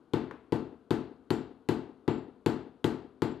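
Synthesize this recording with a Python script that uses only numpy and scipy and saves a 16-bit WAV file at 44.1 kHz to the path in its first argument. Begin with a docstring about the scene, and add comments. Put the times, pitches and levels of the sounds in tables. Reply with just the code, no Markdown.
"""A damp slap and a short wooden knock open the scene: a mallet beats clay flat on a heavy table.
Nine even blows land in a bare, live room; one light tap follows the first. Everything sits to the left.
Table and mallet modes make the knock, and short filtered noise makes the slap.
Delayed copies are the wall echoes, decaying noise the room tail, low modes the boom.
A thin, fluttering high tone rings along, over a faint, dull rush of air."""
import sys
import numpy as np
from scipy import signal
from scipy.fft import rfft, irfft, next_fast_len
from scipy.io import wavfile
from scipy.ndimage import map_coordinates

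SR = 44100
rng = np.random.default_rng(int(sys.argv[2]) if len(sys.argv) > 2 else 0)


def master(y):
    """Save y as 16-bit WAV."""
    cut = np.clip(np.atleast_2d(y).T, -1, 1)
    pcm = np.round(cut * 32767)  # scale
    wavfile.write(sys.argv[1], SR, pcm.astype(np.int16))


N = 149940
t = np.arange(SR) / SR  # the one-second time axis of each single sound


def amp(db):
    """Decibels to gain."""
    return 10 ** (np.asarray(db) / 20)


def along(points, hz):
    """Read (frequency, value) points on a log frequency axis."""
    point_hz, value = np.transpose(points)
    return np.interp(np.log(hz + 1), np.log(point_hz + 1), value)


def colour(x, gain):
    """Minimum-phase filter with the given gain over frequency: its response never precedes the sound."""
    size = 2 * next_fast_len(len(x))
    gains = np.maximum(gain(np.fft.rfftfreq(size, 1 / SR)), 1e-6)
    cepstrum = irfft(np.log(gains), size)
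    # folding the cepstrum forward makes the filter causal
    cepstrum[1:size // 2] *= 2
    cepstrum[size // 2 + 1:] = 0
    response = np.exp(rfft(cepstrum))
    return irfft(rfft(x, size) * response, size)[:len(x)]


def shaped(x, spectrum):
    """Give unit white noise a spectrum in dB per Hz."""
    return colour(x, lambda hz: amp(along(spectrum, hz)) * np.sqrt(SR / 2))


def fade(t60_s):
    """Exponential decay that falls 60 dB in t60_s."""
    return np.exp(-np.log(1000) * t / t60_s)


def swell(build_s):
    """Exponential rise towards full level."""
    return 1 - np.exp(-t / build_s)


def ringing(modes, build_s):
    """Damped sine modes that swell in together."""
    tones = sum(amp(db) * fade(t60_s) * np.sin(2 * np.pi * hz * t) for hz, db, t60_s in modes)
    return tones * swell(build_s)


def add(track, start_s, sound):
    """Mix a sound into the track at start_s."""
    part = track[round(start_s * SR):][:len(sound)]
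    part += sound[:len(part)]


# mallet blows: start_s, level_db (whole blow), slap_db, sizzle_db (treble shelf), ring_db,
# slowness (ratio that stretches the contact)
MALLET_BLOWS = [(0.1353, -0.5, -0.5, -5.5, -6, 1.004), (0.5225, -.5, -7, -1, -6, 0.98),
                (0.9068, 0, -2, 0, -6, 1.03), (1.3048, -1, 0.5, 0.5, 7, 1.07),
                (1.6882, 0, -1, 0.5, -3, 1.03), (2.0787, 0, -3.5, -7.5, 2, 1.038),
                (2.4614, 1, 0.5, -0.5, 2, 1.003), (2.8431, 0.5, 0, 2, 2, 1.026),
                (3.2201, -1, 0, -2.5, 6, 1.014)]


def mallet():
    """Each blow knocks, booms and slaps; the slap varies with how flat the face meets the clay."""
    track, modes = np.zeros(N), boom()
    steady = colour(diffuse(), steady_gain)  # the same low tail serves every blow
    for start_s, level_db, slap_db, sizzle_db, ring_db, slowness in MALLET_BLOWS:
        noise = slap(slap_db) + room_tail(steady, slap_db)
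        noise = sizzle(noise, sizzle_db)
        blow = knock(slowness) + modes + noise + amp(ring_db) * ping()
        add(track, start_s, amp(level_db) * blow)
    return track


# table-top modes, damped by the clay: pitch_hz (before division by slowness), level_db
TABLE_MODES = [(199, -32.5), (327, -22.5), (362, -17.5)]
# pushes of the mallet on the table: delay_s, level_db, length_s (times before stretching by slowness)
CONTACT_PUSHES = [(0, -4.5, .0033), (.0039, -.6, .0068)]
# the mallet's wooden head: pitch_hz, level_db, t60_s
MALLET_MODES = [(875.6, -29, 0.076), (1001, -28, 0.026), (1330, -39, 0.058), (1960, -33, 0.022),
                (3010, -45, 0.032)]
MALLET_BUILD_S = 0.0025
# distinct wall echoes of the knock: delay_s, level_db
WALL_ECHOES = [(.013, -15.9), (.0275, -9.2), (.0342, -13.4), (.0558, -22), (.0787, -20), (.0981, -18),
               (.1409, -25), (.2025, -27), (.2155, -31)]


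def knock(slowness):
    """The table sounds only while the mallet presses, lower where thick clay slows it; walls echo it."""
    top = sum(amp(db) * np.sin(2 * np.pi * hz * t / slowness) for hz, db in TABLE_MODES)
    direct = ringing(MALLET_MODES, MALLET_BUILD_S)
    for delay_s, level_db, length_s in CONTACT_PUSHES:
        progress = np.minimum(t / (length_s * slowness), 1)
        force = np.sqrt(np.abs(np.sin(np.pi * progress)))
        add(direct, delay_s * slowness, -amp(level_db) * force * top)
    sound = direct.copy()
    for delay_s, level_db in WALL_ECHOES:
        add(sound, delay_s, amp(level_db) * direct)
    return sound


# slap spectrum: frequency_hz, level_db_per_hz (before each blow's own levels)
SLAP_SPECTRUM = [(100, -113), (600, -73), (1400, -63.5), (2200, -67.5), (3000, -64), (4400, -68),
                 (5400, -80.5), (7500, -80), (10000, -85.5), (13000, -85), (16000, -98)]
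SLAP_T60_S = 0.0093
SQUELCH_DB, SQUELCH_T60_S = -14.5, 0.082  # the longer, softer part of the contact


def slap(slap_db):
    """The face meets damp clay: a noise burst with a sharp decay and a softer squelch behind it."""
    contact = fade(SLAP_T60_S) + amp(SQUELCH_DB) * fade(SQUELCH_T60_S)
    return amp(slap_db) * shaped(rng.standard_normal(SR) * contact, SLAP_SPECTRUM)


def sizzle(noise, sizzle_db):
    """Tilt the treble of slap and tail by a shelf that reaches half its decibels at 5150 Hz."""
    return colour(noise, lambda hz: amp(sizzle_db * (1 - 1 / (1 + (hz / 5150) ** 6))))


# low standing waves of room and table: pitch_hz, level_db, t60_s
STANDING_WAVES = [(61.9, -57, 0.72), (74.5, -47, 0.59), (112.7, -38, 0.43), (119.5, -33, 0.3),
                  (150.7, -36, 0.43), (159.1, -35, 0.34), (214.5, -39, 0.41), (226.9, -36, 0.45),
                  (251.0, -37, 0.42), (260.7, -38, 0.7), (293.7, -31, 0.23), (309.4, -36, 0.48),
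                  (328.2, -43, 0.56), (349.8, -44, 0.44), (356.1, -31, 0.4), (385.9, -42, 0.46),
                  (407.7, -40, 0.51), (423.7, -45, 0.4), (439.3, -36, 0.51), (465.4, -45, 0.37),
                  (548.4, -54, 0.44)]
# faint higher modes of the table: pitch_hz, level_db, t60_s
TABLE_OVERTONES = [(721.3, -49, 0.63), (821, -49.5, 0.33), (1200, -57, 0.45), (1530, -50.5, 0.37),
                   (2706, -58, 0.47)]
BOOM_BUILD_S, OVERTONE_BUILD_S = 0.0017, 0.002


def boom():
    """Room and table ring on after any knock as damped modes."""
    return ringing(STANDING_WAVES, BOOM_BUILD_S) + ringing(TABLE_OVERTONES, OVERTONE_BUILD_S)


RING_HZ, RING_DB, RING_T60_S, RING_BUILD_S = 7510, -62, 0.28, 0.008  # level before each blow's ring_db
FLUTTER_RATE_HZ, FLUTTER_DB, SMEAR_RAD = 70, 4, 0.8  # random points per second; depths per unit of noise


def ping():
    """A small hard object is jolted into a thin ring, which the room makes flutter and smear."""
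    noise = rng.standard_normal((2, SR // 64))
    # slow random curves: one moves the level, the other the phase
    flutter, smear = (map_coordinates(row, [t * FLUTTER_RATE_HZ]) for row in noise)
    tone = np.sin(2 * np.pi * RING_HZ * t + SMEAR_RAD * smear)
    level = amp(RING_DB + FLUTTER_DB * flutter)
    return level * tone * fade(RING_T60_S) * swell(RING_BUILD_S)


# decay of the diffuse room: frequency_hz, t60_s
ROOM_DECAY = [(80, 0.57), (350, 0.62), (1000, 0.48), (3500, 0.47), (6500, 0.34), (12000, 0.23)]
TAIL_BUILD_S = 0.002


def diffuse():
    """Even white noise dies away band by band as the room does, the high treble soonest."""
    _, frame_s, bins = None, *signal.stft(rng.standard_normal(SR), SR, nperseg=256)[1:]
    bin_hz = np.fft.rfftfreq(256, 1 / SR)
    decay = np.exp(-np.log(1000) * frame_s / along(ROOM_DECAY, bin_hz)[:, None])
    return signal.istft(bins * decay, SR)[1][:SR] * swell(TAIL_BUILD_S)


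def steady_gain(hz):
    """Low-pass gain, 3 dB down at 1090 Hz, for the part of the tail that every blow shares."""
    return 1 / np.sqrt(1 + (hz / 1090) ** 4)


# diffuse room tail: frequency_hz, level_db_per_hz (before decay and each blow's own levels)
TAIL_SPECTRUM = [(30, -97), (70, -95.5), (125, -84), (195, -63.5), (290, -61), (450, -67), (560, -70),
                 (850, -66.5), (1400, -72.5), (2300, -81.5), (4500, -84.5), (5500, -94), (7600, -95),
                 (12000, -100), (16000, -106)]
SLAP_INTO_ROOM = 0.56  # share of slap_db that also moves the upper tail


def room_tail(steady, slap_db):
    """The room answers with a shared low tail and a fresh upper tail that partly follows the slap."""
    upper = colour(diffuse(), lambda hz: np.sqrt(1 - steady_gain(hz) ** 2))
    fresh = amp(SLAP_INTO_ROOM * slap_db) * upper
    return shaped(steady + fresh, TAIL_SPECTRUM)


# light tap: frequency_hz, level_db_per_hz (before TAP_DB)
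TAP_SPECTRUM = [(100, -83), (500, -72), (1000, -61.5), (2500, -76), (3500, -83), (6000, -98.5),
                (14000, -110)]
TAP_START_S, TAP_T60_S = 0.3105, 0.019
TAP_DB, TAP_ROOM_DB, TAP_KNOCK_DB = -3, -17, -25  # noise, room share within that noise, knock and boom


def tap():
    """One light, dry tap on the table: a short noise burst, a faint knock and the room's answer."""
    track = np.zeros(N)
    burst = rng.standard_normal(SR) * fade(TAP_T60_S) + amp(TAP_ROOM_DB) * diffuse()
    body = knock(0.85) + boom()  # quicker contact than any blow
    add(track, TAP_START_S, amp(TAP_DB) * shaped(burst, TAP_SPECTRUM) + amp(TAP_KNOCK_DB) * body)
    return track


# rush of air: frequency_hz, relative_level_db_per_hz (the whole is levelled afterwards)
AIR_SPECTRUM = [(25, -22), (65, -8.5), (130, -11.5), (290, 0.5), (460, -4), (560, -12), (760, -14),
                (1450, -18), (1750, -30), (2500, -33.5), (3000, -32.5), (4400, -36.5), (5500, -45),
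                (11000, -47.5), (15000, -65)]


def room_tone():
    """A faint, dull rush of air in the room: filtered noise at a steady level."""
    air = shaped(rng.standard_normal(N), AIR_SPECTRUM)
    return amp(-63) * air / air.std()


def scene():
    """One signal feeds both channels, 9.2 dB louder on the left."""
    pan = amp([[9.2 / 2], [-9.2 / 2]])
    return pan / pan.mean() * (mallet() + tap() + room_tone())


def record(dry):
    """The recorder drops the bass below 25 Hz and cuts steeply above 15.8 kHz."""
    low_cut = signal.butter(2, 25, "high", fs=SR, output="sos")
    band_limit = signal.ellip(10, 0.1, 90, 15800, fs=SR, output="sos")
    return signal.sosfilt(band_limit, signal.sosfilt(low_cut, dry))


dry = scene()
out = record(dry)
master(out)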